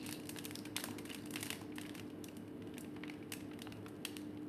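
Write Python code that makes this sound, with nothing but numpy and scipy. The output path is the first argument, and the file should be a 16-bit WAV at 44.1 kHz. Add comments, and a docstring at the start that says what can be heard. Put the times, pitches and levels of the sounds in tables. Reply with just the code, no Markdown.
"""Crackles, pops and ticks of a plastic piping bag, squeezed over a dessert glass.
Fingers rustle on the film as they take hold. Each squeeze makes it crackle, and its creases buckle
one by one: wide folds pop, tight ones tick. The small, hard-walled kitchen rings briefly after each
snap, while a mains-driven motor hums steadily behind, over a low rush of air."""
import sys
import numpy as np
from scipy import signal
from scipy.fft import rfft, irfft
from scipy.io import wavfile

SR = 44100
rng = np.random.default_rng(int(sys.argv[2]) if len(sys.argv) > 2 else 0)


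def put_to_file(sound):
    """Save the sound as 16-bit audio at rate SR, in the file named by the first command-line argument."""
    columns = np.atleast_2d(sound).T  # one column per channel
    safe = np.clip(columns, -1, 1)
    whole_steps = np.round(safe * 32767)
    wavfile.write(sys.argv[1], SR, whole_steps.astype(np.int16))


N = 197639

# Colour of the moving air. Each row: frequency in Hz, relative level in dB.
AIR_COLOUR = [(25, -30), (48, -28), (70, -13), (132, -18), (175, -5.5), (245, 1), (400, -7.5), (520, -14.5),
              (800, -20), (1350, -26.5), (2800, -33.5), (4500, -44), (7300, -52.5), (8500, -43.5),
              (14000, -45)]
# Narrow peaks in the background rush: a low boom and a faint high ring.
# Each row: centre in Hz, width in Hz, boost in dB.
AIR_RESONANCES = [(108.1, 16, 17), (2946, 110, 7.5)]
# The motor's hum. Each row: frequency in Hz, rms level in dB.
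MOTOR_TONES = [(99.9, -66.5), (146.3, -65.5), (177, -67.5), (199.5, -73), (249.8, -77), (299.8, -53.5),
               (349.7, -65.5), (435.6, -71.5), (445.3, -64), (486, -75), (659, -79.5), (1583, -80)]
# Length of the kitchen's reverb. Each row: frequency in Hz, seconds to fall by 60 dB.
REVERB_DECAY = [(400, 1.6), (2500, 0.5), (5000, 0.59), (9000, 0.3), (14000, 0.29)]
# Colour of that reverb. Each row: frequency in Hz, relative level in dB.
REVERB_COLOUR = [(400, 8), (1000, -2), (1800, 1), (2700, -4), (4600, 0), (7000, -0.5), (9000, 4.5),
                 (14000, 5)]
# Envelope of the sliding fingers. Each row: time in seconds, level in dB.
SLIDE_ENVELOPE = [(0, -60), (.07, -63), (.15, -57), (.23, -85), (.4, -100)]
# Resonances of the rubbed film. Each row: centre in Hz, width in Hz, relative level in dB.
SLIDE_RESONANCES = [(2700, 220, -0.16), (4250, 1200, -1.8)]
# Squeezes of the hand. 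Each row: start in seconds, hold in seconds, crackle level in dB.
HAND_SQUEEZES = [(0, 0.11, -56.5), (0.367, 0.14, -66.5), (0.791, .07, -56.5), (1.091, .11, -59),
                 (1.371, .15, -55), (1.806, .18, -61), (3.021, 0.31, -74)]
# Colour of the crackling film. Each row: frequency in Hz, relative level in dB.
FILM_COLOUR = [(200, -23.5), (550, -6.5), (1000, -0.5), (1350, -5), (1700, -1.5), (2800, -3), (3900, -4),
               (6000, -8), (7400, -12), (8600, -5.5), (9600, -8.5), (11200, -8.5), (14000, -14.5)]
# The creases that stand out. Each row: start in seconds, body level in dB over 5 ms,
# treble in dB against the body, ring of the film in Hz, buckling time in seconds.
CREASE_SNAPS = [(.063, -50, 4, 2860, .004), (.0906, -46, -3.5, 1710, 0.0022),
                (.111, -54, 6.5, 2310, 0.0011), (0.1262, -45.5, 2, 2930, .0015),
                (.1992, -56.5, -2.5, 2370, 0.0018), (.256, -58, -0.5, 2900, 0.0026),
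                (0.271, -58, 1.5, 5300, 0.0011), (0.2922, -45.5, 3, 2280, .003),
                (.362, -48.5, -13, 1730, 0.0017), (.372, -53.5, 1, 1700, 0.0021),
                (.3863, -43.5, -4, 3130, 0.0024), (.442, -55.5, 4, 2900, 0.0026),
                (.453, -48, 5.5, 3170, 0.0012), (0.4582, -47.5, -7, 2840, .001),
                (0.51, -47, -4, 2160, 0.00083), (0.555, -43, -4, 5040, .001),
                (0.5898, -50.5, -3.5, 5230, 0.001), (0.6531, -47, -6, 2450, 0.0039),
                (.6688, -55.5, -8, 1500, 0.0032), (0.7587, -55, -27, 995, 0.00058),
                (.7645, -34, -3, 3650, 0.002), (0.7817, -46, -19, 1510, 0.00094),
                (.798, -49, -2, 1800, 0.0032), (0.806, -49, -3, 3700, .002), (.839, -41.5, 2, 1540, 0.0019),
                (0.886, -53.5, -10, 860, 0.00075), (0.9085, -53.5, -2, 2610, 0.0026),
                (0.984, -47, -3.5, 2190, 0.005), (1.0525, -51, -0.5, 1870, .005),
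                (1.1006, -48, -6, 2520, .0023), (1.113, -46.5, -31, 2810, 0.0012),
                (1.1328, -55, 0, 2300, .0026), (1.1462, -45.5, -2.5, 2800, .0025),
                (1.2591, -57, 4.5, 1800, 0.0012), (1.307, -54.5, 6.5, 2200, 0.0022),
                (1.3383, -48.5, 1.5, 1970, 0.0017), (1.358, -38.5, -7, 2540, 0.0021),
                (1.3694, -45.5, -16, 2360, 0.0022), (1.4073, -54.5, 7.5, 2900, .004),
                (1.428, -41, 1.5, 2370, .003), (1.4566, -49.5, 0.5, 2940, 0.0033),
                (1.4653, -48, -3, 2580, 0.0033), (1.5035, -37, -3.5, 3000, 0.0027),
                (1.5286, -43, -5, 2190, 0.0018), (1.6131, -57.5, -1.5, 780, 0.0035),
                (1.7212, -55.5, -30, 2290, 0.0034), (1.7571, -59.5, 5.5, 2500, 0.0061),
                (1.7827, -43, -11, 1940, 0.0018), (1.8134, -52, 2, 3200, 0.0022),
                (1.851, -51, -31, 2220, 0.0051), (1.8946, -49, -9, 3340, 0.0008),
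                (1.9502, -50, -3, 2190, 0.0034), (1.978, -53, -8, 2560, 0.0029),
                (1.9962, -49, -7.5, 2420, 0.0024), (2.2416, -52, 3.5, 3300, .0018),
                (2.2846, -53, -7, 2560, 0.0026), (2.368, -58.5, 3, 3050, .002),
                (2.622, -56.5, -13.5, 2440, 0.0018), (2.7393, -56, -15, 3160, 0.0027),
                (2.7698, -54, -19, 1820, 0.0034), (2.7809, -49.5, -0.5, 2700, 0.0015),
                (2.8077, -69, 18.5, 5070, 0.0033), (2.8446, -56, -18, 2370, .002),
                (2.9636, -53.5, -17, 1380, 0.0027), (3.035, -43.5, -27, 2140, 0.0019),
                (3.079, -52, -15, 2403, 0.0013), (3.0972, -45, -17, 2260, 0.0019),
                (3.2262, -55.5, -24, 2380, .002), (3.3208, -42, -0.5, 2500, .0026),
                (3.3354, -44, -1, 2650, 0.0019), (3.4053, -55, -9, 2400, 0.0033),
                (3.514, -55.5, -29, 1410, 0.0026), (3.5346, -55.5, -13, 2700, .003),
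                (3.5902, -54.5, -5, 2000, 0.0022), (3.619, -46, -5.5, 4100, 0.0019),
                (3.671, -50, -33, 1270, 0.00085), (3.723, -50, -9.5, 2700, 0.0012),
                (3.8632, -51.5, -15, 1300, 0.002), (3.8834, -62, 4, 1800, 0.0041),
                (4.0504, -36.5, -4.5, 3200, 0.0025), (4.1676, -46, -2.5, 2700, 0.00034),
                (4.373, -60, -15, 3070, 0.0022)]

FOLD_HZ = 2500  # ring of a typical fold


def gain_of(db):
    """Decibels to amplitude."""
    return 10 ** (np.asarray(db) / 20)


def unit_rms(x):
    """Scales to rms 1."""
    return x / np.sqrt(np.mean(x ** 2) + 1e-20)


def curve_at(points, hz):
    """Reads a curve on a log-frequency axis."""
    point_hz, value = np.transpose(points)
    return np.interp(np.log(hz + 1), np.log(point_hz + 1), value)


def add(mix, start_s, sound):
    """Drops a sound into the mix."""
    part = mix[max(round(start_s * SR), 0):][:len(sound)]
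    part += sound[:len(part)]


def bell(hz, centre_hz, width_hz):
    """A resonance curve of height 1."""
    return 1 / (1 + (2 * (hz - centre_hz) / width_hz) ** 2)


def ringing_eq(db):
    """A minimum-phase EQ with this curve: sharp attack, ring afterwards."""
    log_gain = np.log(gain_of(np.r_[db, db[-2:0:-1]]))
    return np.exp(np.conj(signal.hilbert(log_gain)))[:len(db)]


def drift(rate_hz):
    """Random wander of rms 1, mostly slower than rate_hz."""
    hz = np.fft.rfftfreq(N, 1 / SR)
    lowpass = (hz > 0) / (1 + (hz / rate_hz) ** 4)
    return unit_rms(irfft(rfft(rng.standard_normal(N)) * lowpass, N))


def air_rush(level_db=-51.5, swell_db=0.5):
    """A low, even bed of moving air, with a boom and a faint high ring."""
    hz = np.fft.rfftfreq(N, 1 / SR)
    peaks_db = sum(db * bell(hz, centre, width) for centre, width, db in AIR_RESONANCES)
    rush = irfft(rfft(rng.standard_normal(N)) * gain_of(curve_at(AIR_COLOUR, hz) + peaks_db), N)
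    return gain_of(level_db + swell_db * drift(4.2)) * unit_rms(rush)


def motor_hum(waver=0.28, sway_radians=0.22):
    """Mains harmonics and rotor tones waver a little; the close pair near 440 Hz beats."""
    t, hum = np.arange(N) / SR, np.zeros(N)
    for hz, db in MOTOR_TONES:
        level = gain_of(db) * (1 + waver * drift(2.65))
        hum += level * np.sin(2 * np.pi * (hz * t + rng.random()) + sway_radians * drift(0.71))
    return np.sqrt(2) * hum


def kitchen_reverb(x, wet_db=-6, build_s=0.00054):
    """Dense reflections from counter and walls, each band dying at its own speed."""
    attack = 1 - np.exp(-(np.arange(SR) / SR / build_s) ** 2)
    hz, t, bands = signal.stft(rng.standard_normal(SR) * attack, SR, nperseg=256)
    fade_db = -60 * t / curve_at(REVERB_DECAY, hz)[:, None]
    colour_db = curve_at(REVERB_COLOUR, hz)[:, None]
    _, tail = signal.istft(bands * gain_of(fade_db + colour_db), SR, nperseg=256)
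    return gain_of(wet_db) * signal.fftconvolve(x, tail / np.linalg.norm(tail))[:N]


def finger_slide(rough_db=2.5):
    """A brief, uneven rustle of skin on plastic as the fingers take hold."""
    t, hz = np.arange(N) / SR, np.fft.rfftfreq(N, 1 / SR)
    colour = sum(gain_of(db) * bell(hz, centre, width) for centre, width, db in SLIDE_RESONANCES)
    friction = rng.standard_normal(N) * gain_of(rough_db * drift(170))
    rubbing = unit_rms(irfft(rfft(friction) * colour, N))
    return rubbing * gain_of(np.interp(t, *np.transpose(SLIDE_ENVELOPE)))


def grip(tighten_db_per_s=320, relax_db_per_s=130, resting_db=-76.5):
    """The crackle's envelope in dB: each squeeze tightens, holds and relaxes to a light resting hold."""
    t, power = np.arange(N) / SR, gain_of(resting_db) ** 2
    for start, hold, db in HAND_SQUEEZES:
        attack_db = tighten_db_per_s * np.maximum(start - t, 0)
        release_db = relax_db_per_s * np.maximum(t - start - hold, 0)
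        power = power + gain_of(db - attack_db - release_db) ** 2
    return 10 * np.log10(power)


def crackle(per_s=190, crowding=0.55, spread_db=6, grain_s=0.0021, trim_db=-3, rings=12, size=1024):
    """Tiny wrinkles slip, louder and more often as the hand tightens, each with its own ring."""
    t, hz = np.arange(size) / SR, np.fft.rfftfreq(size, 1 / SR)
    grip_db = grip()
    rate = per_s * gain_of(crowding * (grip_db - grip_db.mean()))
    clicks = (rng.random(N) < rate / SR) / np.sqrt(rate)  # even power at any density
    clicks *= gain_of(spread_db * np.minimum(rng.exponential(1, N), 3))
    wrinkle, out = rng.integers(0, rings, N), np.zeros(N)
    for k, ring_hz in enumerate(np.geomspace(1900, 5200, rings)):
        colour = ringing_eq(curve_at(FILM_COLOUR, hz) + 8 * bell(hz, ring_hz, width_hz=1000))
        burst = rng.standard_normal(size) * np.exp(-t / grain_s)
        grain = unit_rms(irfft(rfft(burst) * colour))
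        out += signal.oaconvolve(clicks * (wrinkle == k), grain)[:N]
    return unit_rms(out) * gain_of(trim_db + grip_db)


def balance_bands(spectrum, hz, target_db, size, window_s=0.005):
    """Sets each snap's pop, body and treble to their given levels."""
    bands = [(hz > low) & (hz < high) for low, high in [(550, 1400), (1400, 6000), (6000, 14500)]]
    for _ in range(2):  # the EQ slopes spill across bands, so a second pass lands closer
        energy = np.array([2 * np.sum(abs(spectrum[band]) ** 2) / size for band in bands])
        pop, body, treble = target_db - 10 * np.log10(energy / (window_s * SR))
        eq_db = curve_at([(1000, pop), (1800, body), (3000, body), (7500, treble)], hz)
        spectrum = spectrum * ringing_eq(eq_db)
    return spectrum


def crease(body_db, treble_db, ring_hz, buckle_s, ring_db=8, rough_db=2.9, size=2048):
    """A fold gives way in a quick run of slips; the film around it rings for a few cycles."""
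    t, hz = np.arange(size) / SR, np.fft.rfftfreq(size, 1 / SR)
    buckle = np.exp(-(t / (1.74 * buckle_s)) ** 3)
    flutter = 0.37 * np.exp(-t / (4.5 * buckle_s))
    slips = rng.standard_normal(size) * gain_of(rough_db * rng.standard_normal(size)) * (buckle + flutter)
    slips[0] -= 4  # the opening tick
    colour = ringing_eq(curve_at(FILM_COLOUR, hz) + ring_db * bell(hz, ring_hz, ring_hz / 3))
    pop_db = -10.5 - 11.5 * np.log2(ring_hz / FOLD_HZ)  # wide folds ring low and pop, tight ones tick
    target_db = body_db + np.array([pop_db, 0, treble_db])
    return irfft(balance_bands(rfft(slips) * colour, hz, target_db, size))


def small_creases(level_db=-60, grip_follow=0.54, crowding=0.5, count=20):
    """Lesser folds give way at random moments, harder and more often under a tight grip."""
    out, grip_db = np.zeros(N), grip()
    strain = np.cumsum(gain_of(crowding * grip_db))
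    for k, (timing, strength, brightness, pitch) in enumerate(rng.uniform(-1.1, 1.1, (count, 4))):
        onset = np.searchsorted(strain, strain[-1] * (k + 0.5 + timing / 2.2) / count)
        body_db = level_db + grip_follow * (grip_db[onset] - grip_db.mean()) + 2 * strength
        ring_hz = FOLD_HZ * 2 ** (0.13 * pitch)
        snap = crease(body_db, treble_db=-6 + 7 * brightness, ring_hz=ring_hz, buckle_s=0.0034)
        add(out, onset / SR, snap)
    return out


def big_creases():
    """The distinct snaps up front, with fresh slips on every call."""
    out = np.zeros(N)
    for start_s, *fold in CREASE_SNAPS:
        add(out, start_s, crease(*fold))
    return out


def mic_resonance(x, ring_hz=2850, width_hz=200, ring_db=5, size=4096):
    """A narrow microphone resonance adds a short ring to every snap."""
    hz = np.fft.rfftfreq(size, 1 / SR)
    ring = irfft(ringing_eq(ring_db * bell(hz, ring_hz, width_hz)))
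    return signal.oaconvolve(x, ring)[:N]


def scene(walls=2, bag_db=-0.38):
    """The bag close by and its echo, over a bed of hum and air, in mono."""
    rustle = crackle() + small_creases() + finger_slide()
    # crumpled film radiates differently in each direction, so every wall returns its own version of a snap
    echo = sum(kitchen_reverb(big_creases() + rustle) for _ in range(walls)) / np.sqrt(walls)
    bag = gain_of(bag_db) * mic_resonance(big_creases() + rustle + echo)
    return (bag + motor_hum() + air_rush())[None]


def record(dry, cutoff_hz=14250):
    """A steep low-pass takes off the very top."""
    lowpass = signal.firwin(401, cutoff_hz, window=("kaiser", 7), fs=SR)
    return signal.oaconvolve(dry, lowpass[None], "same")


dry = scene()
out = record(dry)
put_to_file(out)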